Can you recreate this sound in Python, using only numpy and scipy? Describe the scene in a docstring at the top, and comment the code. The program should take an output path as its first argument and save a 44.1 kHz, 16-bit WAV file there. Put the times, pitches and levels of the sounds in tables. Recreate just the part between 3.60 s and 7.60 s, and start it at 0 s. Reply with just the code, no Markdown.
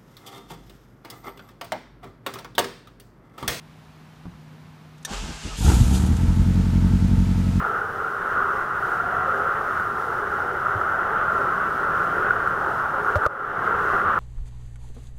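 """A faint hum, a soft thump and a relay click, then a cold V8 starts in a garage, heard from the driver's seat.
The starter's gear teeth grind for half a second while compression strokes chuff and rock the car.
The engine catches with heavy firings that ring the exhaust; the starter spins free and drops out.
Eight unequal cylinders settle into a lumpy idle under intake hiss and tappet ticks."""
import sys
import numpy as np
from scipy import signal
from scipy.fft import rfft, irfft
from scipy.io import wavfile
from scipy.ndimage import uniform_filter1d

SR = 44100
rng = np.random.default_rng(int(sys.argv[2]) if len(sys.argv) > 2 else 0)


def generate_wav(sig):
    """Save sig (samples, or channels by samples) to the path in sys.argv[1] as 16-bit PCM at SR."""
    pcm = np.round(np.clip(np.atleast_2d(sig).T, -1, 1) * 32767).astype(np.int16)
    wavfile.write(sys.argv[1], SR, pcm)


N = 176400
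T = np.arange(N) / SR

# cylinders in firing order: gain_db, lag_firing_intervals
FIRING_ORDER = [(5.5, -0.054), (-1, 0.1), (5, -0.084), (-4, -0.043), (-0.5, 0.003), (-1, 0.2),
                (2.6, -0.013), (-1.7, 0.027)]


def undb(db):
    return 10 ** (np.asarray(db) / 20)


def unit(x):
    return x / np.sqrt(np.mean(x ** 2))


def curve(rows, column=1):
    """Table column, linear in time."""
    rows = np.array(rows)
    return np.interp(T, rows[:, 0], rows[:, column])


def fade(rows, column=1):
    """Gain from a dB column, silent before the first row."""
    return undb(curve(rows, column)) * (T > rows[0][0])


def swells(rows):
    """Gaussian envelopes from rows of centre_s, sigma_s, level_db."""
    return sum(undb(db) * np.exp(-0.5 * ((T - centre_s) / sigma_s) ** 2) for centre_s, sigma_s, db in rows)


def walk(rate_hz):
    """Smooth random drift, rms 1."""
    hold = int(SR / rate_hz)
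    steps = np.repeat(rng.standard_normal(N // hold + 1), hold)
    return unit(uniform_filter1d(uniform_filter1d(steps, hold), hold)[:N])


def tone(pitch_hz, spread, drift_hz):
    """Sine of drifting pitch, rms 1."""
    cycles = np.cumsum(pitch_hz * (1 + spread * walk(drift_hz))) / SR
    return np.sqrt(2) * np.sin(2 * np.pi * cycles)


def colour(x, response, size=32768):
    """Minimum-phase filter from rows of freq_hz, gain_db."""
    hz, db = np.array(response).T
    bins_hz = np.maximum(np.fft.rfftfreq(size, 1 / SR), 1)
    gain = undb(np.interp(np.log(bins_hz), np.log(hz), db))
    cepstrum = irfft(np.log(gain))
    cepstrum[1:size // 2] *= 2
    cepstrum[size // 2 + 1:] = 0
    return signal.fftconvolve(x, irfft(np.exp(rfft(cepstrum))))[:N]


def noise(response):
    """Coloured noise, rms 1."""
    return unit(colour(rng.standard_normal(N), response))


def clicks(times_s, sizes):
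    """Impulses, each split between two samples."""
    at = np.clip(np.asarray(times_s) * SR, 0, N - 2)
    i = at.astype(int)
    return np.bincount(i, sizes * (1 - at + i), N) + np.bincount(i + 1, sizes * (at - i), N)


def click_train(cycles, scatter_db):
    """One impulse of random size per cycle, rms 1."""
    times_s = T[1:][np.diff(np.floor(cycles)) > 0]
    return unit(clicks(times_s, undb(scatter_db * rng.standard_normal(len(times_s)))))


def struck(hits, modes, crack_db, decay_s, band_hz):
    """Blows ring a set of modes, each with a short noisy crack."""
    t, out = T[:SR // 2], np.zeros(N)
    ring = sum(undb(db - 60 * t / t60_s) * np.sin(2 * np.pi * hz * t) for hz, db, t60_s in modes)
    band = signal.butter(2, band_hz, "band", fs=SR, output="sos")
    for start_s, db in hits:
        crack = signal.sosfilt(band, rng.standard_normal(len(t)) * np.exp(-t / decay_s))
        start = int(start_s * SR)
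        out[start:start + len(t)] += undb(db) * (ring + undb(crack_db) * crack)
    return out


def cabin_hum():
    """A wavering hum over room hiss."""
    partials = [(97, -63), (154.5, -49.5), (246, -62)]  # pitch_hz, level_db
    room_colour = [(20, -58), (45, -11), (220, -8.5), (320, -17), (550, -22), (850, -18.5), (1500, -23),
                   (4000, -32), (8000, -42.5), (15500, -47)]  # freq_hz, gain_db
    hum = sum(undb(db + 1.4 * walk(12.85)) * tone(hz, spread=0.005, drift_hz=25.6) for hz, db in partials)
    return hum + undb(-50) * noise(room_colour)


def cabin_thump():
    """Soft blows ring low modes, each with a scuff."""
    blows = [(.655, -32.5), (.6665, -35), (.733, -44)]  # start_s, level_db
    modes = [(62, -3, 0.18), (109, -5.5, 0.24), (175, -1.5, 0.2), (250, -4.5, 0.067), (335, -19.5, 0.086)]  # pitch_hz, gain_db, t60_s
    return struck(blows, modes, crack_db=4, decay_s=0.0054, band_hz=(670, 1300))


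def relay():
    """Two dry ticks, then the starter contact closes and bounces."""
    ticks = [(1.381, -56), (1.428, -50)]  # start_s, level_db
    bounces = [(1.4495, -31.5), (1.4513, -31.5), (1.4536, -32.5)]  # start_s, level_db
    modes = [(1800, 0, 0.036), (3706, 2, 0.048), (5770, -1, 0.057), (6200, 0, 0.041), (6760, -3, 0.041),
             (8900, 0, 0.038), (12900, -3, .015)]  # pitch_hz, gain_db, t60_s
    crack = dict(crack_db=4.5, decay_s=0.0067, band_hz=(2700, 8400))
    return struck(bounces, modes, **crack) + struck(ticks, [], **crack)


def starter():
    """Under load, gear teeth grind and brushes hiss."""
    load = [(1.465, 119.5, -53, -45), (1.495, 260.3, -41.5, -41), (1.535, 401.8, -36, -35),
            (1.62, 445, -40, -42.5), (1.71, 409, -41, -41.5), (1.80, 400.4, -41.5, -47.5),
            (1.87, 410.6, -39, -45.5), (1.93, 448, -41, -41), (1.98, 470, -40, -53), (2.08, 604, -58, -60),
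            (2.2, 660, -67, -48)]  # time_s, mesh_hz, brush_db, grind_db
    grind_colour = [(200, -10), (480, -5), (620, -1.5), (860, -2), (1040, -1.5), (1220, -1.5), (1370, -4.5),
                    (1550, -1.5), (2600, -33.5)]  # freq_hz, gain_db
    brush_colour = [(880, -25), (1500, 0), (2370, 1.5), (2850, 5), (3990, 1), (7380, -0.5), (11200, -17),
                    (15500, -40)]  # freq_hz, gain_db
    mesh_hz = curve(load) * (1 + 0.016 * walk(60))
    teeth = click_train(np.cumsum(mesh_hz) / SR, scatter_db=4)
    grind = unit(colour(0.9 * teeth + rng.standard_normal(N), grind_colour))
    brushes = unit(colour(0.38 * teeth + rng.standard_normal(N), brush_colour))
    return grind * fade(load, column=3) + brushes * fade(load, column=2)


def cranking():
    """The unfired engine rocks the car and chuffs at each compression."""
    rocking = [(1.49, -76), (1.53, -35.5), (1.61, -29), (1.68, -41), (1.75, -38), (1.81, -62), (1.86, -43),
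               (1.94, -31), (1.98, -49), (2.05, -68)]  # time_s, level_db
    strokes = [(1.52, 0.013, -33), (1.635, 0.015, -34.5), (1.698, 0.022, -30.5), (1.869, 0.018, -29.5)]  # centre_s, sigma_s, level_db
    chuff_colour = [(25, -9.5), (68, 5.5), (120, -13), (195, -0.5), (330, -12), (800, -30), (3000, -76)]  # freq_hz, gain_db
    rock = tone(pitch_hz=43, spread=0.069, drift_hz=12) * fade(rocking)
    return rock + noise(chuff_colour) * swells(strokes)


def gear_whines():
    """The starter's gears sing in brief, rough tones."""
    whines = [(1.51, 800, -42.5), (1.89, 2780, -47), (1.921, 1260, -42)]  # centre_s, pitch_hz, level_db
    sigma_s = 0.02
    return sum(tone(hz, spread=0.0277, drift_hz=400) * swells([(centre_s, sigma_s, db)])
               for centre_s, hz, db in whines)


def overrun():
    """The starter spins free and its pinion rattles back."""
    spin_colour = [(2000, -22), (2350, -1.5), (3290, 1.5), (5500, -2), (6870, 3), (12300, -8), (15500, -22)]  # freq_hz, gain_db
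    spin_level = [(1.93, -64), (1.98, -41), (2.04, -35), (2.1, -31), (2.16, -36), (2.32, -40),
                  (2.352, -34.5), (2.42, -42.5), (2.55, -48.5), (3.1, -56)]  # time_s, level_db
    pinion_hits = [(2.196, -41), (2.235, -39), (2.349, -33), (2.376, -39), (2.462, -39), (2.567, -40.5)]  # start_s, level_db
    decay_s = 0.013
    rattle = sum(undb(db) * (T > s) * np.exp(-abs(T - s) / decay_s) for s, db in pinion_hits)
    hiss = noise(spin_colour)
    spin = fade(spin_level) * undb(1.2 * walk(150))
    return hiss * np.hypot(spin, rattle)


def engine_cycles():
    """Four-stroke cycles turned, zero at origin_s."""
    speed = [(1.95, 6.0), (2.2, 7.6), (2.4, 9.1), (2.5, 10.0), (2.6, 10.55), (2.7, 10.87), (2.8, 11.03),
             (3.1, 11.1), (3.4, 11.25), (3.8, 11.3), (4, 11.25)]  # time_s, cycle_hz
    origin_s = 3.246
    turned = np.cumsum(curve(speed)) / SR
    return turned - np.interp(origin_s, T, turned)


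def exhaust(cycles):
    """Eight unequal pulses a cycle ring the pipes: strong ones burst, weak ones push softly."""
    effort = [(1.965, -22, -3), (1.995, -1.5, 2.5), (2.06, -3.5, -0.5), (2.16, 1, -3), (2.35, 0, 3.1),
              (2.6, -1, 2.1), (2.8, 0, 1), (3.3, -0.5, 1.6), (4, -2.5, 0.64)]  # firing strength: time_s, gain_db, scatter_db
    lumpiness = [(2.35, 0.2), (2.9, 0.79)]  # time_s, share_of_cylinder_gain_db
    bangs = [(2.046, 34.5), (2.075, 41.5), (2.088, 42), (2.137, 35.5), (2.209, 44.5), (2.678, 35.5),
             (2.793, 35), (3.579, 33), (3.897, 25.5)]  # kicks on catching, then cold stumbles: time_s, level_db
    resonances = [(10, -43), (20, -22), (33, -5.5), (45, 5), (62, 5), (90, -.5), (125, -0.5), (160, -12.5),
                  (188, 4), (210, -14), (235, -3.5), (255, -14.5), (310, -15.5), (400, -35.5), (500, -49),
                  (700, -46), (4000, -87)]  # pipes and cabin: freq_hz, gain_db
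    drive_db, jitter_s_per_db, push_s = 31, 0.0001, 0.0049
    sharp_midpoint_db, sharp_range_db = -0.5, 5.5
    count = len(FIRING_ORDER)
    firings = np.arange(int(cycles[0] * count) + 1, int(cycles[-1] * count))
    cylinder_db, lag = np.array(FIRING_ORDER)[firings % count].T
    times_s = np.interp((firings + lag) / count, cycles, T)
    scatter_db = np.interp(times_s, T, curve(effort, column=2))
    size_draw, time_draw = rng.uniform(-np.sqrt(3), np.sqrt(3), (len(firings), 2)).T
    firing_db = np.interp(times_s, T, curve(lumpiness)) * cylinder_db + scatter_db * size_draw
    times_s += jitter_s_per_db * scatter_db * time_draw
    sizes = undb(drive_db + firing_db)
    sharp_share = np.clip(0.5 + (firing_db - sharp_midpoint_db) / sharp_range_db, 0, 1)
    bursts = clicks(times_s, sharp_share * sizes) * fade(effort)
    weak = clicks(times_s, (1 - sharp_share) * sizes) * fade(effort)
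    bang_s, bang_db = np.array(bangs).T
    push = np.hanning(int(push_s * SR))
    slow_burns = np.convolve(clicks(bang_s, undb(bang_db)) + weak, push / push.sum(), "same")
    return colour(bursts + slow_burns, resonances)


def clatter(cycles):
    """Intake hiss puffs with each firing, tappets tick twice as often, a light knock comes once a cycle."""
    clatter_colour = [(330, -8.5), (445, 11), (640, -7.5), (800, -0.5), (900, 6.5), (1020, -4.5),
                      (1360, -0.5), (2300, -5.5), (3400, -8.5), (5000, -11), (7000, -14), (15500, -27)]  # valve gear, intake and belts: freq_hz, gain_db
    knock_colour = [(700, -46), (890, 10.5), (1020, -6), (1370, -6), (2400, -62.5)]  # freq_hz, gain_db
    level = [(1.97, -48), (2.03, -40), (2.095, -33), (2.16, -36), (2.3, -41.5), (2.55, -41.5), (2.8, -41.5),
             (4, -41.5)]  # time_s, level_db
    tappet_db, knock_db, knock_at_cycles, knock_sigma_cycles = -10.5, -4, 0.94, 0.087
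    firings = cycles * len(FIRING_ORDER)
    intake = unit(rng.standard_normal(N) * (1 + 0.1 * np.exp(-(firings % 1))))
    tappets = undb(tappet_db) * click_train(2 * firings, scatter_db=3.5)
    offset_cycles = (cycles - knock_at_cycles + 0.5) % 1 - 0.5
    knock = noise(knock_colour) * undb(knock_db) * np.exp(-0.5 * (offset_cycles / knock_sigma_cycles) ** 2)
    return (unit(colour(intake + tappets, clatter_colour)) + knock) * fade(level)


def bark(cycles):
    """The first firings bark: two swells of noise pulsed at the firing rate."""
    barks = [(2.095, 0.045, -27.5), (2.35, 0.14, -33.5)]  # centre_s, sigma_s, level_db
    bark_colour = [(150, -26), (290, 7.5), (560, -17), (800, -3), (1100, -16), (1380, -8.5), (3000, -55)]  # freq_hz, gain_db
    firings = cycles * len(FIRING_ORDER)
    return noise(bark_colour) * swells(barks) * unit(np.exp(-(firings % 1)))


def scene():
    cycles = engine_cycles()
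    impacts = relay() + cabin_thump()
    engine = exhaust(cycles) + bark(cycles) + clatter(cycles)
    starting = starter() + overrun() + gear_whines() + cranking()
    return (impacts + engine + starting + cabin_hum())[None]


def record(dry):
    """Cuts the deepest bass and the top treble."""
    low_hz, top_hz = 24, 15400
    dry = signal.sosfilt(signal.butter(3, low_hz, "high", fs=SR, output="sos"), dry)
    return signal.sosfilt(signal.ellip(10, 0.2, 80, top_hz, fs=SR, output="sos"), dry)


dry = scene()
out = record(dry)
generate_wav(out)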